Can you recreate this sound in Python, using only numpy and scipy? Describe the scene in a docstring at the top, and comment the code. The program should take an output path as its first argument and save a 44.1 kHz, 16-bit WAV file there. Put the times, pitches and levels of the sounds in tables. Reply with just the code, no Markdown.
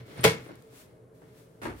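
"""A toner cartridge is dragged off a wooden workbench, tips and knocks on it, then bumps into an open laser printer.
Close stereo microphones in a small workroom hear a low steady drone: coloured noise with narrow resonances.
The drag and the hand's rub are grainy noise; ticks are short noise bursts; small catches ping as decaying sines.
Plastic contacts are noise dying band by band, with a room tail; bench, body and printer add decaying sines."""
import sys
import numpy as np
from scipy import signal
from scipy.io import wavfile

SR = 44100
rng = np.random.default_rng(int(sys.argv[2]) if len(sys.argv) > 2 else 0)


def wav_record(signal):
    """Record a signal, one row per channel, as 16-bit PCM in the file named by sys.argv[1]."""
    frames = np.transpose(np.atleast_2d(signal))
    bounded = np.clip(frames, -1, 1)
    # unit amplitude maps onto the largest positive 16-bit level
    quanta = np.round(bounded * 32767).astype(np.int16)
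    wavfile.write(sys.argv[1], SR, quanta)


N = 79380
T = np.arange(N) / SR  # time [s]
RING_T = T[:SR // 2]  # time since a contact [s]

# Room drone: relative density (f/Hz, level/dB per Hz); resonances (f/Hz, width/Hz, rms level/dB)
DRONE_COLOUR = [(25, -16.5), (55, -2), (120, -2), (200, -5), (300, 0.5), (500, 0.5), (650, -11.5),
                (900, -13), (1600, -18.5), (3000, -44), (6000, -38.5), (9500, -29.5), (15500, -45.5)]
DRONE_RESONANCES = [(119.7, 14, -60), (168, 5.3, -67.5), (267.8, 4.8, -70), (440.3, 6, -62),
                    (624.4, 11, -70.5)]
DRONE_DB = -59

# Dragging over the bench: loudness (t/s, level/dB); relative density (f/Hz, level/dB per Hz)
DRAG_LEVEL = [(0, -50), (.05, -57.5), (.11, -47), (.15, -50.5), (.19, -38.5), (.235, -43), (.36, -44.5),
              (.44, -52), (.515, -53), (.55, -56), (.66, -65.5), (.9, -65), (1.19, -89), (1.24, -67),
              (1.3, -63.5), (1.6, -76), (1.8, -55.5)]
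DRAG_SPECTRUM = [(60, -9), (130, 14), (400, 7), (900, -2), (1400, 0), (2100, -2.5), (2800, -8.5),
                 (3600, -6.5), (6000, -17.5), (9000, -35.5), (15500, -33.5)]
# Hand and plastic rubbing: loudness (t/s, level/dB); relative density (f/Hz, level/dB per Hz)
RUB_LEVEL = [(0, -68), (.055, -76), (.065, -63.5), (.2, -59.5), (.39, -65), (.45, -60), (.53, -72),
             (.6, -67.5), (.69, -69.5), (.76, -55.5), (.815, -55), (.88, -70.5), (1.11, -95), (1.15, -71),
             (1.32, -71.5), (1.39, -61), (1.5, -73), (1.72, -73.5), (1.79, -57)]
RUB_SPECTRUM = [(100, -5.5), (500, -1), (1500, 3.5), (3500, 0), (6000, -1.5), (9500, -1.5), (13000, -5.5),
                (15500, -6)]
DRAG_RING_DB = -65.5

# Low thumps of the bench top: faint ones during the drag, the strongest as the cartridge knocks
# (t/s, relative level/dB)
BENCH_THUMPS = [(.001, -7), (.178, -5.5), (.1945, 1), (.2555, 9), (.40, -7)]
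# Bench top resonances (f/Hz, relative level/dB, t60/s)
BENCH_RESONANCES = [(94.5, -43, 0.34), (121, -30, 0.18), (176, -41.5, 0.11)]
# Small catches spring and ping (t/s, relative level/dB)
PING_HITS = [(.175, -6), (.209, 5.5), (.474, -12.5)]
# Catch resonances (f/Hz, relative level/dB, t60/s)
CATCH_RESONANCES = [(8900, -46.5, .07), (9140, -54, .1), (10860, -55, .07)]
# Dry ticks of loose parts (t/s, relative level/dB)
TICK_HITS = [(.2085, 1), (.2338, 9.5), (.555, 9), (.6225, 6)]
# The cartridge shifts in the hand (t/s, relative level/dB, contact brightness f/Hz)
NUDGE_CONTACTS = [(.463, -12, 1500), (.49, -5.5, 905), (.507, -8, 700), (.727, -17.5, 900),
                  (1.2165, -15, 1310)]
# Relative density of those shifts (f/Hz, level/dB per Hz)
NUDGE_SPECTRUM = [(60, -21), (150, -9), (290, 11), (500, 5.5), (900, -3.5), (1800, -4.5), (3000, -21),
                  (8000, -19), (15500, -25)]
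NUDGE_DB, TICK_DB, TICK_BRIGHT_HZ = -35, -54.5, 12000

# The cartridge knocks on the bench and its parts chatter (t/s, relative level/dB, contact brightness f/Hz)
KNOCK_CONTACTS = [(.234, -14.5, 5020), (.2392, -5, 18000), (.2418, 1, 14000), (.2462, 0, 3754),
                  (.2503, -3.5, 6000), (.2585, -6.5, 2195), (.2665, -7.5, 3495), (.2755, -6.5, 5000),
                  (.286, -13, 2000), (.3065, -24, 1800), (.345, -23, 500)]
# Its weight lands on the bench (t/s, relative level/dB)
BENCH_THUDS = [(.2465, 5)]
# Resonances of the cartridge on the bench (f/Hz, relative level/dB, t60/s)
BODY_RESONANCES = [(117.5, -31, 0.19), (161.1, -27, 0.27), (186, -29.5, 0.26), (198.5, -34, 0.16),
                   (314.3, -34, 0.25), (443.6, -17.5, 0.21), (472.7, -26.5, 0.28), (548, -17.5, 0.092),
                   (606, -25.5, .1), (661.6, -30.5, .13), (824, -27.5, 0.14), (990, -33.5, 0.26),
                   (1351, -43, 0.31), (1885, -38, 0.23), (2096, -26, 0.08), (2166, -30.5, 0.3),
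                   (2248, -28, 0.21), (2487, -35, .24), (2980, -33, 0.11), (3285, -36, 0.24),
                   (3554, -34, .22), (4355, -39, 0.17)]
# Crowded ringing of the cartridge shell: density (f/Hz, relative level/dB per Hz); decay (f/Hz, t60/s)
CARTRIDGE_SPECTRUM = [(60, -9.5), (120, -2), (170, -1), (230, -6.5), (400, 5), (700, -4.5), (1100, -3.5),
                      (1600, -3.5), (2200, -2.5), (3000, -8), (4500, -9.5), (7000, -16), (9000, -14),
                      (12000, -16), (15500, -23.5)]
CARTRIDGE_DECAY = [(100, 0.067), (500, 0.087), (2200, .14), (6000, 0.23), (14000, 0.15)]

# The cartridge meets the printer (t/s, relative level/dB, contact brightness f/Hz)
BUMP_CONTACTS = [(1.6165, -6, 14000), (1.6205, -6, 2900), (1.6315, -2.5, 8900), (1.6425, -6, 3470),
                 (1.6525, 3.5, 2760), (1.662, -17, 1530), (1.681, 0.5, 1020), (1.697, -6, 900),
                 (1.719, -27, 900), (1.797, -12, 4000)]
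# The printer takes the weight (t/s, relative level/dB)
HOUSING_HITS = [(1.6535, 2.5)]
# Printer housing resonances (f/Hz, relative level/dB, t60/s)
HOUSING_RESONANCES = [(240, -41, 0.29), (298, -57, 0.43), (370, -47, 0.16), (409, -41, 0.067),
                      (867, -47, 0.26), (938, -35, 0.11), (1020, -45, 0.14), (1183, -43.5, 0.23),
                      (1385, -55, .2), (1620, -39, 0.1)]
# The printer rocks on its feet (t/s, relative level/dB)
FEET_HITS = [(1.666, -2)]
# Resonances of the printer on its feet (f/Hz, relative level/dB, t60/s)
FEET_RESONANCES = [(58, -43, 1), (78.3, -47, 0.75), (99.7, -37.5, 0.5), (115, -38, 0.2)]
# Crowded ringing of the printer shell: density (f/Hz, relative level/dB per Hz); decay (f/Hz, t60/s)
PRINTER_SPECTRUM = [(60, 1), (110, 12.5), (180, 2), (290, 17), (500, 9), (1000, 4.5), (2000, 1.5),
                    (3000, -7), (6000, -14), (9500, -10.5), (15500, -21)]
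PRINTER_DECAY = [(100, 0.18), (500, 0.098), (2200, 0.2), (12000, 0.29)]
CARTRIDGE_DB, PRINTER_DB = -19.5, -35.5

# Room tail after a contact (f/Hz, t60/s)
ROOM_DECAY = [(100, .42), (1000, .38), (2200, .4), (4000, .29), (9000, .24), (14000, .19)]
# Build-up time constant: this many cycles, but never longer than the limit in seconds
BUILD_CYCLES, LONGEST_BUILD_S = 0.84, 0.0052
CHATTER_PER_S, CHATTER_SHARE = 2200, 0.56  # tiny rebounds within contacts; share of noise power

# Microphone pair: left-right likeness (f/Hz, correlation); balance (f/Hz, left minus right level/dB)
MIC_LIKENESS = [(40, 0.1), (130, 0.92), (380, 0.57), (700, 0), (1300, -0.26), (2400, 0.03), (4500, -0.04),
                (15000, 0)]
MIC_BALANCE = [(100, -.5), (600, 1.2), (2000, .5), (5500, -.5), (8000, 4), (10500, 8.5), (15000, 9)]
PORT_DELAY_S = 0.00019  # a mode reaches the two microphones this far apart, up to a quarter cycle
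CUTOFF_HZ = 15850
LEFT_RIGHT = np.array([[1], [-1]])


def from_db(db):
    """Decibels to amplitude gain."""
    return 10 ** (np.asarray(db) / 20)


def rms_one(x):
    """Scale to unit rms."""
    return x / np.sqrt(np.mean(x ** 2) + 1e-20)


def at_hz(points, hz):
    """Read a table on a log-frequency axis."""
    f, values = np.transpose(points)
    return np.interp(np.log(hz), np.log(f), values)


def level(curve):
    """Gain over time from (t/s, level/dB) points."""
    return from_db(np.interp(T, *np.transpose(curve)))


def sample_at(seconds):
    """Nearest earlier sample, kept inside the scene."""
    return int(np.clip(seconds * SR, 0, N - 1))


def clicks(rows):
    """One impulse of force for each (t/s, level/dB) row."""
    force = np.zeros(N)
    for seconds, db in rows:
        force[sample_at(seconds)] += from_db(db)
    return force


def play(force, response):
    """Drive a stereo response with a force by convolution."""
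    return signal.fftconvolve(force[None], response, axes=1)[:, :N]


def sides(hz):
    """Left and right microphone gain at a frequency."""
    return from_db(at_hz(MIC_BALANCE, hz) * LEFT_RIGHT / 2)


def grainy(per_s, share):
    """Gain that gathers a share of a noise's power into random tiny clicks."""
    chance = per_s / SR
    share = np.clip(share, 0, 1)
    hits = rng.random(N) < chance
    return np.sqrt(1 - share + share * hits / chance)


def coloured(spectrum, shape=lambda hz: 1, texture=1):
    """Stereo noise in third-octave bands, scaled for rms 1 before balance, texture and band envelopes."""
    out, power = 0, 0
    edges = 22 * 2 ** (np.arange(30) / 3)
    white = rng.standard_normal((2, 2, N)) * texture
    for k, (low, high) in enumerate(zip(edges, edges[1:])):
        if high < spectrum[0][0]:
            continue
        band = signal.butter(2, [low, high], "band", fs=SR, output="sos")
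        mid, side = signal.sosfilt(band, white[k % 2])  # neighbouring bands use separate noise
        hz = np.sqrt(low * high)
        gain = from_db(at_hz(spectrum, hz))
        alike = np.clip(at_hz(MIC_LIKENESS, hz), -1, 1)
        pair = np.sqrt(1 + alike) * mid + np.sqrt(1 - alike) * side * LEFT_RIGHT
        out = out + gain * sides(hz) * pair * shape(hz)
        power += 2 * gain ** 2 * (high - low) / (SR / 2)
    return out / np.sqrt(power)


def dying(t60):
    """Exponential decay that falls 60 dB in t60 seconds."""
    return np.exp(-np.log(1000) * RING_T / t60)


def building(hz):
    """A struck body takes a moment to start ringing, longest in the bass."""
    rate = max(hz / BUILD_CYCLES, 1 / LONGEST_BUILD_S)
    return 1 - np.exp(-RING_T * rate)


def ringing(modes):
    """Decaying sines of separate modes, each out of step between the two microphones."""
    out = 0
    for hz, db, t60 in modes:
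        apart = min(2 * np.pi * hz * PORT_DELAY_S, np.pi / 2) * LEFT_RIGHT / 2
        wave = np.sin(2 * np.pi * hz * RING_T + apart)
        out = out + from_db(db) * sides(hz) * dying(t60) * building(hz) * wave
    return out


def shell(contacts, spectrum, t60s, crack_db, crack_s, room_db):
    """Plastic contacts: a crack (t60 crack_s), crowded modes dying by band, and a room tail."""
    def shape(hz):
        """Envelope of one band, adding the energy of all contacts."""
        crack = from_db(crack_db) * dying(crack_s)
        modes = dying(at_hz(t60s, hz))
        room = from_db(room_db) * dying(at_hz(ROOM_DECAY, hz))
        energy = ((crack + modes + room) * building(hz)) ** 2
        total = np.zeros(N + SR)
        for seconds, db, bright_hz in contacts:
            start = sample_at(seconds)
            dulling = 1 + (hz / bright_hz) ** 2  # less treble above the contact brightness
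            total[start:start + len(energy)] += from_db(db) ** 2 / dulling * energy
        return np.sqrt(total[:N])
    return coloured(spectrum, shape, grainy(CHATTER_PER_S, CHATTER_SHARE))


def friction(colour, grains_per_s, grain_share):
    """Smooth sliding noise with tiny slips in it."""
    return coloured(colour, texture=grainy(grains_per_s, grain_share))


def drone():
    """Low room noise with a few narrow resonances; only the resonances are the same in both microphones."""
    out = from_db(DRONE_DB) * coloured(DRONE_COLOUR)
    for hz, width_hz, db in DRONE_RESONANCES:
        b, a = signal.iirpeak(hz, hz / width_hz, fs=SR)
        hum = signal.lfilter(b, a, rng.standard_normal(N + SR))[SR:]  # drop the first second of build-up
        out = out + from_db(db) * rms_one(hum)
    return out


def sliding():
    """Friction of the drag, which makes the cartridge ring faintly, and the rub of the hand."""
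    drag = level(DRAG_LEVEL) * friction(DRAG_SPECTRUM, grains_per_s=250, grain_share=0.24)
    highpass = signal.butter(2, 1500, "high", fs=SR, output="sos")
    force = signal.sosfilt(highpass, drag[0])
    ring = from_db(DRAG_RING_DB) * rms_one(play(force, ringing(BODY_RESONANCES)))
    rub = level(RUB_LEVEL) * friction(RUB_SPECTRUM, grains_per_s=4500, grain_share=0.15)
    return drag + ring + rub


def bench_thumps():
    """The bench top's low modes thump faintly during the drag and most strongly in the knock."""
    return play(clicks(BENCH_THUMPS), ringing(BENCH_RESONANCES))


def loose_ticks():
    """Loose parts tick as very short noise bursts with softened treble."""
    burst = coloured(RUB_SPECTRUM)[:, :len(RING_T)] * dying(t60=0.01)
    lowpass = signal.butter(1, TICK_BRIGHT_HZ, fs=SR, output="sos")
    return from_db(TICK_DB) * signal.sosfilt(lowpass, play(clicks(TICK_HITS), burst))


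def handling():
    """Small catches ping at their modes, loose parts tick, and nudges excite dull plastic noise."""
    pings = play(clicks(PING_HITS), ringing(CATCH_RESONANCES))
    nudges = shell(NUDGE_CONTACTS, NUDGE_SPECTRUM, PRINTER_DECAY, crack_db=-18, crack_s=0.0075, room_db=-12.5)
    return pings + loose_ticks() + from_db(NUDGE_DB) * nudges


def bench_knock():
    """The cartridge's parts chatter while its body on the bench booms in separate modes."""
    clatter = shell(KNOCK_CONTACTS, CARTRIDGE_SPECTRUM, CARTRIDGE_DECAY,
                    crack_db=3.5, crack_s=0.015, room_db=-12.5)
    boom = play(clicks(BENCH_THUDS), ringing(BODY_RESONANCES))
    return from_db(CARTRIDGE_DB) * clatter + boom


def printer_bump():
    """The cartridge stutters against the hollow housing, whose modes and feet answer the weight."""
    clatter = shell(BUMP_CONTACTS, PRINTER_SPECTRUM, PRINTER_DECAY,
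                    crack_db=-11, crack_s=0.0048, room_db=-7.5)
    housing = play(clicks(HOUSING_HITS), ringing(HOUSING_RESONANCES))
    feet = play(clicks(FEET_HITS), ringing(FEET_RESONANCES))
    return from_db(PRINTER_DB) * clatter + housing + feet


def scene():
    """Everything at the two close microphones."""
    return drone() + sliding() + bench_thumps() + handling() + bench_knock() + printer_bump()


def record(dry):
    """A steep elliptic low-pass removes the top treble."""
    lowpass = signal.ellip(12, 0.1, 80, CUTOFF_HZ, fs=SR, output="sos")
    return signal.sosfilt(lowpass, dry)


dry = scene()
out = record(dry)
wav_record(out)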